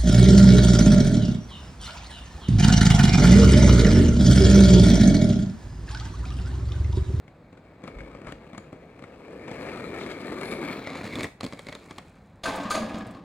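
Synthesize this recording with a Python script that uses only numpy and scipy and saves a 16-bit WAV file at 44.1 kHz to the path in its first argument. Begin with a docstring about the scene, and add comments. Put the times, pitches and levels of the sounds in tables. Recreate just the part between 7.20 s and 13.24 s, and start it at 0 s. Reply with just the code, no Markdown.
"""Inline skater grinds a gate.

Wheels roll up a quiet asphalt street from the left, hop the kerb and clack over sidewalk joints.
After a leap the soles grind along a hollow steel gate, whose tubes ring, and the skates thud on grass.
Far traffic rumbles, wind puffs on the microphone and brick walls throw back a faint echo."""
import sys
import numpy as np
from scipy import signal
from scipy.fft import rfft, irfft, next_fast_len
from scipy.io import wavfile
from scipy.ndimage import map_coordinates

SR = 44100
rng = np.random.default_rng(int(sys.argv[2]) if len(sys.argv) > 2 else 0)


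def store_pcm(level_fs):
    """Save levels as 16-bit WAV."""
    pcm = np.round(np.clip(level_fs, -1, 1) * 32767).astype(np.int16)
    wavfile.write(sys.argv[1], SR, np.atleast_2d(pcm).T)


N = 266348
TIME = np.arange(N) / SR
SPEED_M_PER_S, NEAREST_M, NEAREST_S = 4.37, 3.1, 4
HOP_S, SIDEWALK_S, LEAP_S = 4.05, 4.25, 4.745


def rolling():
    """Wheels ride over stones and sand, which shake the frames and boot shells."""
    level_db = wheel_level_db()
    beyond_m = distance_m() - NEAREST_M
    load = drift(per_s=70)    # uneven ground varies the wheel pressure
    stones = grains(per_s=1300, spread_db=2.5)
    sand = grains(per_s=1800, spread_db=4)
    return ground_reflection(rumble(level_db, load, stones)
                             + roar(level_db, load, stones, beyond_m)
                             + grit(level_db, load, stones, sand, beyond_m))


# Wheel drive on asphalt: (time [s], level [dB])
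ASPHALT_DRIVE = [(0.0, -58.5), (0.33, -57), (0.6, -53), (0.68, -46.5), (0.86, -45.5), (0.99, -45),
                 (1.15, -48.5), (1.27, -48.5), (1.45, -50.5), (1.62, -48.5), (1.72, -51), (1.98, -49),
                 (2.09, -43), (2.25, -40.5), (2.47, -35), (2.7, -35.5), (2.88, -35.5), (2.99, -39),
                 (3.08, -35), (3.35, -32.5), (3.55, -35), (3.64, -40), (3.71, -35), (3.8, -36.5),
                 (3.91, -37.5), (4.0, -37)]


def wheel_level_db(hop_fall_db_per_s=312, concrete_db=-50, leap_fall_db_per_s=41):
    """Loud on asphalt, dying away in the hop, softer on concrete, spinning out in the leap."""
    asphalt_db, = in_time(ASPHALT_DRIVE)
    street_db = asphalt_db + 1 - hop_fall_db_per_s * since(HOP_S)
    sidewalk_db = concrete_db - leap_fall_db_per_s * since(LEAP_S)
    return np.where(TIME < SIDEWALK_S, street_db, sidewalk_db)


# Rumble spectrum: (frequency [Hz], density [dB])
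RUMBLE_SPECTRUM = [(35, -28), (60, -11), (130, -6.5), (220, -1), (310, 0.5), (540, -3), (750, -11.5),
                   (1200, -22.5), (2500, -57)]
# Hollow-sounding drone in the rolling: (time [s], centre [Hz], gain [dB])
ROLLING_DRONE = [(0.0, 506, -16), (2.0, 478, -4), (2.55, 502, -5), (2.72, 383, -10), (2.86, 340, 1),
                 (2.96, 415, -11), (3.1, 302, -5), (3.21, 370, -7), (3.33, 436, -10), (3.46, 262, -3),
                 (3.57, 251, -2), (3.68, 272, -8), (4.0, 255, -0.5), (4.25, 270, -20)]


def rumble(level_db, load, stones):
    """Rough ground shakes the wheels; a drone wavers and falls in pitch as the skater nears."""
    drone_hz, drone_db = in_time(ROLLING_DRONE)
    drone = from_db(drone_db) * swept(grains(per_s=3000, spread_db=0.5), drone_hz, width_hz=51)
    roughness = 0.81 * grains(per_s=700, spread_db=0.5) + 0.71 * stones
    return from_db(level_db + 0.21 * load) * (0.8 * coloured(roughness, RUMBLE_SPECTRUM) + drone)


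# Roar spectrum: (frequency [Hz], density [dB])
ROAR_SPECTRUM = [(400, -17), (750, 3.5), (950, 3.5), (1200, -1.5), (1650, -1), (2000, -2), (2270, 8),
                 (2600, -5), (3100, -16.5), (5000, -29)]
# Boot shell resonances: (centre [Hz], width [Hz], gain [dB])
SHELL_MODES = [(720, 90, -11), (1230, 120, -10), (1700, 180, -14), (2280, 170, -6)]


def roar(level_db, load, stones, beyond_m, loss_db_per_m=0.27):
    """Stones drive the boot shells into a surging roar."""
    mean_db = level_db - 5.5 - loss_db_per_m * beyond_m
    flutter_db = 1.2 * load + drift(per_s=16)
    shells = 0.86 * coloured(stones, ROAR_SPECTRUM) + wandering_modes(stones, SHELL_MODES)
    return from_db(mean_db + flutter_db) * shells


# Grit spectrum: (frequency [Hz], density [dB])
GRIT_SPECTRUM = [(1200, -5), (3000, -4), (4000, 3), (5300, -12), (7000, -8.5), (9000, -7.5), (10500, -7),
                 (12000, -7), (16000, -24)]
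# Wheel and bearing resonances: (centre [Hz], width [Hz], gain [dB])
BEARING_MODES = [(3450, 250, -11), (4150, 250, -9), (6800, 400, -19)]


def grit(level_db, load, stones, sand, beyond_m, loss_db_per_m=2.5, concrete_boost_db=2):
    """Grit hisses under the wheels and rings the bearings; it fades fast with distance."""
    mean_db = level_db - 12.5 - loss_db_per_m * beyond_m + concrete_boost_db * (TIME > SIDEWALK_S)
    flutter_db = 1.6 * load + 2 * drift(per_s=250)
    hiss = coloured(0.45 * stones + 0.67 * sand, GRIT_SPECTRUM)
    return from_db(mean_db + flutter_db) * (hiss + wandering_modes(sand, BEARING_MODES))


# Strikes on cracks, stones, kerb and joints:
# (time [s], thump [dB], clack [dB], crack [dB], frame ring [Hz], wheel ring [Hz])
WHEEL_STRIKES = [(0.0795, -48, -44, -60, 2170, 2750), (0.328, -44, -44.5, -66, 1120, 2600),
                 (0.374, -43.5, -43, -72, 1480, 2950), (0.638, -34.5, -35.5, -54, 650, 3450),
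                 (0.677, -36.5, -32, -46.5, 1250, 2700), (0.786, -44, -39.5, -64, 2190, 2600),
                 (0.805, -37, -37, -65, 1590, 2600), (0.949, -36.5, -39.5, -57, 1200, 2600),
                 (1.016, -37, -48, -59, 1840, 2720), (1.046, -40, -44.5, -60, 2240, 2780),
                 (1.07, -40, -31.5, -60, 2240, 2600), (1.083, -44, -38, -60, 1260, 2750),
                 (1.092, -39, -44, -60, 1120, 2600), (1.122, -37, -34.5, -40, 1820, 2880),
                 (1.332, -36.5, -39, -53, 1300, 3300), (1.348, -44, -39, -56, 1140, 2670),
                 (1.379, -35, -32.5, -40, 1240, 7050), (1.528, -35.5, -39.5, -53, 550, 2780),
                 (1.792, -43, -42, -58, 1250, 2750), (1.823, -42, -41, -57, 1200, 2620),
                 (1.839, -38.5, -36.5, -58, 1380, 3250), (2.28, -37, -30.5, -55, 2280, 2860),
                 (2.314, -34, -29.5, -48, 800, 3200), (2.812, -40, -34, -44, 2240, 2580),
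                 (2.863, -40, -32, -45, 1190, 2570), (3.212, -39, -33, -36.5, 2300, 2700),
                 (3.672, -35, -28, -39, 2100, 3980), (3.754, -34, -31.5, -44, 1050, 3600),
                 (3.842, -33, -34, -40, 800, 3990), (3.851, -33, -38, -48.5, 2300, 3580),
                 (3.955, -30, -30, -34, 1190, 3500), (3.986, -31.5, -31, -46, 1100, 2840),
                 (3.993, -28.5, -44, -38, 800, 7000), (4.007, -48, -25.5, -34, 1250, 4060),
                 (4.032, -30.5, -27, -30.5, 2360, 3630), (4.043, -30, -24.5, -40, 1930, 3600),
                 (4.054, -39, -31, -58, 2200, 2600), (4.208, -37, -30, -34.5, 1150, 4060),
                 (4.232, -28.5, -29.5, -37.5, 630, 4360), (4.241, -29.5, -32, -38, 1070, 4220),
                 (4.248, -30.5, -43, -36, 2270, 3370), (4.264, -37, -32, -37.5, 1090, 4540),
                 (4.324, -40, -33.5, -47, 1120, 4040), (4.333, -35, -37, -41.5, 590, 4800),
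                 (4.392, -44, -35, -39, 1980, 3250), (4.4681, -39.5, -34.5, -43, 2080, 3980),
                 (4.486, -40, -31, -42, 2130, 4400), (4.494, -39, -43, -47, 2190, 3380),
                 (4.5253, -39, -30.5, -42, 1070, 4100), (4.551, -43, -32, -39, 2140, 3500),
                 (4.709, -38.5, -33.5, -43.5, 1120, 3270), (4.783, -42, -32.5, -36, 1160, 3190)]
# Boot thump spectrum: (frequency [Hz], density [dB])
THUMP_SPECTRUM = [(40, -16), (90, -2), (160, 1.5), (270, 4), (400, -7.5), (560, -2.5), (900, -25.5),
                  (2500, -36)]
# Frame clack spectrum: (frequency [Hz], density [dB])
CLACK_SPECTRUM = [(200, 0), (600, 7.5), (900, -1), (1220, 0.5), (1600, -5), (2200, 3.5), (2700, -8.5),
                  (4200, -13.5), (8000, -18), (15000, -43)]
# Wheel crack spectrum: (frequency [Hz], density [dB])
CRACK_SPECTRUM = [(1500, -14), (2700, -1), (4000, 2), (5300, -5), (7000, -3), (10000, -5.5), (12000, -9),
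                  (15500, -24)]


def bumps():
    """A wheel meets an edge: the boot thumps, the frame clacks, the wheel cracks; both ring briefly."""
    s, thump_db, clack_db, crack_db, frame_hz, wheel_hz = np.transpose(WHEEL_STRIKES)
    thump = pushes(s + 0.00075, thump_db + 0.5) + blows(s + 0.0019, thump_db - 4.5, contact_s=0.0063)
    scuff = blows(s - 0.003, clack_db - 17, contact_s=0.00034)
    clack = (pushes(s + 0.0005, clack_db - 12.5)
             + blows(s, clack_db - 6, contact_s=0.0013)
             + blows(s + 0.00204, clack_db - 9.5, contact_s=0.0045))
    crack = (blows(s - 0.003, crack_db - 17, contact_s=0.0008)
             + blows(s, crack_db - 4, contact_s=0.00094)
             + blows(s + 0.001013, crack_db - 14.5, contact_s=0.0015))
    frame_ring = pings(s + 0.0007, clack_db - 2, frame_hz, t60_s=0.021)
    wheel_ring = pings(s + 0.0007, crack_db + 6, wheel_hz, t60_s=0.01)
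    return (coloured(thump, THUMP_SPECTRUM) + coloured(scuff + clack, CLACK_SPECTRUM)
            + coloured(crack, CRACK_SPECTRUM) + frame_ring + wheel_ring)


def pebbles(per_s=14, gain_db=-6, spread_db=2):
    """Wheels crunch over loose stones at random until the leap."""
    gap_draw, size_draw = rng.random((200, 2)).T
    s = np.cumsum(-np.log(1 - gap_draw)) / per_s
    db = np.interp(s, TIME, wheel_level_db()) + gain_db + spread_db * (2 * size_draw - 1)
    return coloured(blows(s[s < LEAP_S], db[s < LEAP_S], contact_s=0.0012), CLACK_SPECTRUM)


def sand_ticks(per_s=220, band_hz=(5600, 11000), gain_db=-14.5):
    """Single sand grains tick under the wheels on smooth concrete."""
    ticks = rms_one(signal.sosfilt(bandpass(2, band_hz), grains(per_s, spread_db=4) + 1e-18))
    return from_db(wheel_level_db() + gain_db) * (TIME > SIDEWALK_S) * ticks


# Sideways slips: (time [s], half-length [s], level [dB], centre [Hz], width [Hz])
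WHEEL_SKIDS = [(0.658, .025, -53, 1210, 500), (1.091, 0.035, -47, 1280, 497), (2.82, .03, -45.5, 3700, 900),
               (2.919, 0.009, -44, 3650, 900), (3.294, .07, -48, 10500, 500),
               (4.039, 0.0099, -39.5, 9050, 2200), (4.246, 0.0057, -53, 8500, 1800)]


def skids():
    """Wheels scuff sideways over grit."""
    out = np.zeros(N)
    for s, half_length_s, db, hz, width_hz in WHEEL_SKIDS:
        envelope = from_db(db) * np.exp(-((TIME - s) / half_length_s) ** 2)
        out += envelope * swept(grains(per_s=2500, spread_db=2), np.full(N, hz), width_hz)
    return out


# Boot and frame knocks on the gate: (time [s], knock [dB], favoured mode [Hz], ring [dB])
GATE_KNOCKS = [(5.238, -17.5, 529, -35.5), (5.255, -19, 1561, -26), (5.274, -21, 720, -29),
               (5.334, -22.5, 868, -33), (5.398, -24, 282, -36.5), (5.452, -30, 222, -28.5),
               (5.505, -20.5, 1225, -21), (5.514, -18, 1561, -28.5), (5.549, -17, 640, -29.5),
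               (5.563, -18, 1225, -24), (5.574, -22, 640, -22.5), (5.604, -26, 222, -25),
               (5.743, -28, 222, -30), (5.77, -33, 1225, -42), (5.946, -35, 1092, -48)]
# Low grind spectrum: (frequency [Hz], density [dB])
BOOM_SPECTRUM = [(40, -23), (110, -12), (150, -23), (190, 0), (222, -9.5), (255, -8.5), (295, -5.5),
                 (370, -15.5), (700, -20.5)]
# Middle grind spectrum: (frequency [Hz], density [dB])
SCRAPE_SPECTRUM = [(300, -17), (460, -10), (560, -12), (645, 1.5), (760, -13), (1000, -9), (1220, -4),
                   (1330, -19), (1600, -11), (1850, -15), (3500, -19.5)]
# High grind spectrum: (frequency [Hz], density [dB])
HISS_SPECTRUM = [(1200, -17), (2300, -1.5), (3100, -5.5), (4500, 2.5), (5300, -11), (6600, 1.5), (7800, -9),
                 (9000, -1), (11000, -3.5), (15500, -27)]


def grind(judder_db=1.4):
    """Soles judder and knock along the gate; friction sets its tubes booming and ringing."""
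    forces = sliding_forces() * from_db(judder_db * drift(per_s=110))
    low, middle, high = forces
    slips = middle * from_db(-5) * grains(per_s=1500, spread_db=1)
    s, knock_db, _, _ = np.transpose(GATE_KNOCKS)
    knocks = blows(s, knock_db - 11, contact_s=0.0029)
    brightness_db = 0.5 * (knock_db - knock_db.max())    # hard knocks are brighter
    cracks = blows(s, knock_db - 17.5 + brightness_db, contact_s=0.013)
    boom = coloured(low * from_db(1.8) * grains(per_s=4000, spread_db=-2), BOOM_SPECTRUM)
    scrape = coloured(slips + knocks, SCRAPE_SPECTRUM)
    rasp = high * from_db(-8) * grains(per_s=7000, spread_db=0.8)
    hiss = coloured(rasp + cracks, HISS_SPECTRUM)
    friction = forces * rng.standard_normal(N)
    return boom + scrape + hiss + gate_ringing(friction + knocks) + struck_modes()


# Soles biting into the gate: (time [s], scrape [dB], brightness [dB])
SOLE_BITES = [(5.233, -27.5, 4.5), (5.256, -30.5, -3.5), (5.499, -30, 12.5), (5.547, -34.5, -11),
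              (5.725, -41, -11)]


def sliding_forces(bite_s=0.005, off_rail_s=5.8, off_rail_fall_db_per_s=24):
    """Friction in three bands: each bite dies away, treble first, faster once off the rail."""
    s, db, bright_db = np.transpose(SOLE_BITES)
    low = swells(s, db - 15 - bright_db, bite_s, fall_db_per_s=19.5)
    middle = swells(s, db, bite_s, fall_db_per_s=41.5)
    high = swells(s, db - 6.5 + bright_db, bite_s, fall_db_per_s=141)
    return from_db(-off_rail_fall_db_per_s * since(off_rail_s)) * np.array([low, middle, high])


# Steel tube modes: (frequency [Hz], level [dB], t60 [s], extra drive further along the rail [dB])
GATE_MODES = [(222, -44, 0.22, 5), (282.3, -44, 0.22, -2.5), (529, -44, 0.6, -4), (599, -46, .35, 9),
              (640, -45, 0.13, 7), (720, -46, 0.25, -18), (770, -50, 0.5, -2), (800, -49, 0.5, 0),
              (868, -48, 0.3, -7), (938, -52, 0.35, -16), (1025, -55, 0.2, 2), (1092, -52, 0.35, -7),
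              (1203, -52, 0.25, 6), (1225, -51, 0.12, 3), (1313, -58, 0.2, 9), (1561, -53, 0.17, -3),
              (1677, -54, 0.2, 11), (2200, -58, 0.12, -4), (2845, -58, 0.12, 5), (3470, -59, 0.12, -6),
              (4290, -59, 0.08, 4), (4745, -58.5, 0.25, 7), (6436, -60.5, 0.25, 13), (6580, -60.5, 0.04, 2),
              (8970, -65, 0.05, 3)]


def gate_ringing(forces, start_s=5.2, crossovers_hz=(400, 2000), flutter_db=2.5):
    """Each force band drives its tube modes, which come and go as the soles pass their nodes."""
    out, start = np.zeros(N), int(start_s * SR)
    along_rail = np.interp(TIME[start:], [5.4, 5.5], [0, 1])
    for hz, db, t60_s, extra_db in GATE_MODES:
        force = forces[np.searchsorted(crossovers_hz, hz), start:]
        coupling = from_db(extra_db * along_rail + flutter_db * drift(per_s=25)[start:])
        out[start:] += from_db(db - 2.5) * rms_one(ring(force * coupling, hz, t60_s))
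    return out


def struck_modes():
    """Each knock rings the tube mode that its spot favours."""
    s, _, near_hz, ring_db = np.transpose(GATE_KNOCKS)
    hz, _, t60_s, _ = np.transpose(GATE_MODES)
    mode = np.argmin(np.abs(hz - near_hz[:, None]), axis=1)
    return pings(s + 0.001986, ring_db, hz[mode], t60_s[mode])


# Stick-slip tone: (time [s], pitch [Hz], level [dB])
SOLE_SQUEAL = [(5.29, 1070, -100), (5.335, 1080, -49), (5.41, 1090, -56), (5.47, 1092, -38.5),
               (5.53, 1130, -49), (5.6, 1140, -100)]


def squeal():
    """A sole sticks and slips on the rail in a rough tone that creeps upward."""
    hz, db = in_time(SOLE_SQUEAL)
    return from_db(db) * swept(rng.standard_normal(N), hz, width_hz=20)


# Wheel and buckle chatter: (time [s], level [dB], centre [Hz])
LOOSE_PARTS = [(5.236, -27.5, 4000), (5.254, -33, 4300), (5.327, -36, 3260), (5.505, -34, 4260),
               (5.509, -25, 9200), (5.553, -29.5, 6700), (5.357, -32.5, 9700), (5.402, -38, 3440),
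               (5.431, -41, 7000), (5.44, -44, 4400), (5.463, -48, 3200), (5.548, -26, 2440),
               (5.654, -46, 4200), (5.693, -38, 2580), (5.742, -44, 3260), (5.781, -42.5, 7200),
               (5.818, -41.5, 2420), (5.848, -54, 4400), (5.866, -45, 8800), (5.907, -48, 8900)]


def rattles(width_octaves=0.45):
    """Loose parts rattle in the grind and the drop, each in its own band."""
    out = np.zeros(N)
    for s, db, hz in LOOSE_PARTS:
        band_hz = hz * 2 ** (width_octaves * np.array([-0.5, 0.5]))
        chatter = blows([s], [db], contact_s=0.004) + 1e-18
        band_gain = np.sqrt(SR / 2 / np.ptp(band_hz)) / 2
        out += band_gain * signal.sosfilt(bandpass(1, band_hz), chatter)
    return out


# Touchdown on grass: (time [s], level [dB])
TOUCHDOWN = [(5.853, -31)]
# Thud spectrum: (frequency [Hz], density [dB])
THUD_SPECTRUM = [(50, -11), (120, 17), (250, -37), (700, -7.5)]


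def landing():
    """Grass takes the skates with a dull thud."""
    s, db = np.transpose(TOUCHDOWN)
    return coloured(blows(s, db, contact_s=0.0046), THUD_SPECTRUM)


def distance_m():
    """Range to the microphone on a straight pass."""
    return np.hypot(NEAREST_M, SPEED_M_PER_S * (TIME - NEAREST_S))


def ground_reflection(x, nearest_lag_ms=1.094):
    """The pavement returns a weak copy; its lag grows as the skater nears, sweeping the colour down."""
    return 0.74 * (x + 0.12 * delayed(x, nearest_lag_ms * NEAREST_M / distance_m()))


def placed(x, cross_s=3.657, cross_width_s=0.11, left_db=6, ahead_db=0.5, lag_ms=0.1, undelayed=0.3):
    """From left to ahead: the far microphone port gets weaker mids, and most of its sound later."""
    on_left = 0.5 - 0.5 * np.tanh((TIME - cross_s) / (2 * cross_width_s))
    pan_db = ahead_db + (left_db - ahead_db) * on_left
    left, right = from_db(pan_db / 2), from_db(-pan_db / 2)
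    mids = signal.sosfiltfilt(bandpass(1, band_hz=(450, 3000)), x)
    side = mids * (left - right) / (left + right)
    near, far = x + side, x - side
    return np.array([near, undelayed * far + (1 - undelayed) * delayed(far, lag_ms * on_left)])


# Echo colour of the house fronts: (frequency [Hz], gain [dB])
WALL_SPECTRUM = [(60, -37), (200, -31), (450, -1), (1200, -1), (2400, 1.5), (6000, 2), (15000, 3.5)]


def street_echo(x, t60_s, early_db, late_db):
    """Scatter near the microphone, then a thin tail from the house fronts, different at each port."""
    t = np.arange(SR) / SR
    early, late = rng.standard_normal((2, 2, SR))
    early = rms_one(early[0] * (t > 0.0015) * np.exp(-t / 0.0045)) * np.array([[1], [-1]])
    late = rms_one(late * (t > 0.015) * from_db(-60 * t / t60_s))
    response = (from_db(early_db) * early + from_db(late_db) * late) / np.sqrt(SR)
    return signal.fftconvolve(coloured(x, WALL_SPECTRUM)[None], response, axes=1)[:, :N]


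# Puffs on the microphone: (time [s], level [dB])
WIND_PUFFS = [(0.755, -40), (1.05, -45)]
# Wind spectrum: (frequency [Hz], density [dB])
WIND_SPECTRUM = [(15, -66), (28, -41), (46, 9.5), (70, -11), (150, -7), (400, -55)]


def wind(breeze_db=-77):
    """Puffs buffet the microphone over a light breeze."""
    s, db = np.transpose(WIND_PUFFS)
    envelope = from_db(breeze_db) + swells(s, db, rise_s=0.023, fall_db_per_s=88)
    return envelope * rms_one(coloured(port_noise(), WIND_SPECTRUM))


# Far traffic spectrum: (frequency [Hz], density [dB])
TRAFFIC_SPECTRUM = [(25, -39), (45, -0.5), (75, -2), (170, 1), (350, -11.5), (620, -9.5), (950, -16),
                    (2300, -25), (3100, -35), (4100, -31.5), (5400, -43), (7500, -41), (11000, -45),
                    (15500, -46)]


def traffic(level_db=-52.5):
    """Far traffic blends into a steady rumble."""
    return from_db(level_db) * coloured(port_noise(), TRAFFIC_SPECTRUM)


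def from_db(db):
    """Decibels to gain."""
    return 10 ** (np.asarray(db) / 20)


def rms_one(x):
    """Scale to unit rms."""
    return x / np.sqrt(np.mean(x ** 2) + 1e-20)


def since(s):
    """Seconds after a moment, zero before it."""
    return np.maximum(TIME - s, 0)


def in_time(rows):
    """Each column of a curve, sample by sample."""
    s, *columns = np.transpose(rows)
    return [np.interp(TIME, s, column) for column in columns]


def drift(per_s):
    """Random wander of unit rms."""
    knots = rng.standard_normal(4000)
    return rms_one(np.interp(TIME * per_s, np.arange(len(knots)), knots))


def port_noise(apart=0.023):
    """White noise, almost alike at both ports."""
    return rng.standard_normal(N) + apart * rng.standard_normal((2, N))


def grains(per_s, spread_db):
    """Tiny collisions of random size with a rough surface; unit rms."""
    sizes = from_db(spread_db * np.minimum(rng.exponential(1, N), 5))
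    return rms_one(sizes * rng.choice([-1, 1], N) * (rng.random(N) < per_s / SR))


def blows(times_s, levels_db, contact_s):
    """Brief chatters of contact; level is energy as rms over 4 ms."""
    t, out = np.arange(SR // 10) / SR, np.zeros(N + SR)
    shape = (t / contact_s + 0.065) * np.exp(-t / contact_s)
    for s, db, chatter in zip(times_s, levels_db, rng.standard_normal((len(times_s), len(t)))):
        burst, at = chatter * shape, int(s * SR)
        out[at:at + len(t)] += from_db(db) * burst * np.sqrt(0.004 * SR / np.sum(burst ** 2))
    return out[:N]


def pushes(times_s, levels_db):
    """Clean impulses; level is rms over 4 ms."""
    out = np.zeros(N)
    out[(np.asarray(times_s) * SR).astype(int)] = from_db(levels_db) * np.sqrt(0.004 * SR)
    return out


def pings(times_s, levels_db, hz, t60_s):
    """One damped tone per strike; level is starting amplitude."""
    t, out = np.arange(SR // 2) / SR, np.zeros(N + SR)
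    for s, db, pitch_hz, decay_s in np.broadcast(times_s, levels_db, hz, t60_s):
        at = int(s * SR)
        out[at:at + len(t)] += from_db(db - 60 * t / decay_s) * np.sin(2 * np.pi * pitch_hz * t)
    return out[:N]


def swells(times_s, levels_db, rise_s, fall_db_per_s):
    """Envelope of events that rise and die away; powers add."""
    age_s = TIME - np.asarray(times_s)[:, None]
    falling_db = np.asarray(levels_db)[:, None] - fall_db_per_s * np.maximum(age_s - rise_s, 0)
    each = np.clip(age_s / rise_s, 0, 1) * from_db(falling_db)
    return np.sqrt(np.sum(each ** 2, axis=0))


def coloured(x, spectrum, skirt_db_per_octave=12):
    """Minimum-phase body response that keeps the energy of a white input."""
    size = 2 * next_fast_len(N // 2 + SR // 8)
    hz, db = np.transpose(spectrum)
    grid_hz = np.maximum(np.arange(size // 2 + 1) * SR / size, 1)
    octaves_outside = np.abs(np.log2(grid_hz / np.clip(grid_hz, hz[0], hz[-1])))
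    gain_db = np.interp(np.log(grid_hz), np.log(hz), db) - skirt_db_per_octave * octaves_outside
    cepstrum = irfft(np.log(rms_one(from_db(gain_db))))
    cepstrum[1:size // 2] *= 2    # fold onto positive time: causal
    cepstrum[size // 2 + 1:] = 0
    return irfft(rfft(x, size) * np.exp(rfft(cepstrum)), size)[..., :N]


def bandpass(order, band_hz):
    """Band filter sections."""
    return signal.butter(order, band_hz, "band", fs=SR, output="sos")


def ring(force, hz, t60_s):
    """One driven, damped mode."""
    radius, angle = from_db(-60 / (t60_s * SR)), 2 * np.pi * hz / SR
    return signal.lfilter([0, np.sin(angle)], [1, -2 * radius * np.cos(angle), radius ** 2], force)


def swept(x, centre_hz, width_hz, block=256):
    """Resonance with a movable centre; unit rms."""
    out, state = np.zeros(N), np.zeros(2)
    radius = np.exp(-np.pi * width_hz / SR)
    for i in range(0, N, block):
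        poles = [1, -2 * radius * np.cos(2 * np.pi * centre_hz[i] / SR), radius ** 2]
        out[i:i + block], state = signal.lfilter([1, 0, -1], poles, x[i:i + block], zi=state)
    return rms_one(out)


def wandering_modes(force, modes, wander=0.035, flutter_db=2.5):
    """Skate resonances wander in pitch and level as the ankles flex."""
    out = np.zeros(N)
    for hz, width_hz, db in modes:
        gain = from_db(db + flutter_db * drift(per_s=25.2))
        out += gain * swept(force, hz * (1 + wander * drift(per_s=14)), width_hz)
    return out


def delayed(x, ms):
    """Variable delay."""
    return map_coordinates(x, [np.arange(N) - ms * SR / 1000], order=3, mode="nearest")


def scene():
    """Skater, street echo, traffic and wind in stereo."""
    wheels = rolling() + pebbles() + sand_ticks() + skids() + bumps()
    skater = wheels + grind() + squeal() + rattles() + landing()
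    echo = street_echo(skater, t60_s=0.33, early_db=-14.5, late_db=-12)
    return placed(skater) + echo + traffic() + wind()


# Microphone response dips: (centre [Hz], width [Hz], gain [dB])
TREBLE_DIPS = [(2990, 280, -2.5), (5860, 500, -4), (11710, 8800, -11)]


def record(dry, cutoff_hz=15850):
    """A small microphone with treble dips and a steep top cut."""
    for hz, width_hz, db in TREBLE_DIPS:
        b, a = signal.iirpeak(hz, hz / width_hz, fs=SR)
        dry = dry + (from_db(db) - 1) * signal.lfilter(b, a, dry)
    return signal.sosfilt(signal.ellip(12, 0.1, 90, cutoff_hz, fs=SR, output="sos"), dry)


dry = scene()
out = record(dry)
store_pcm(out)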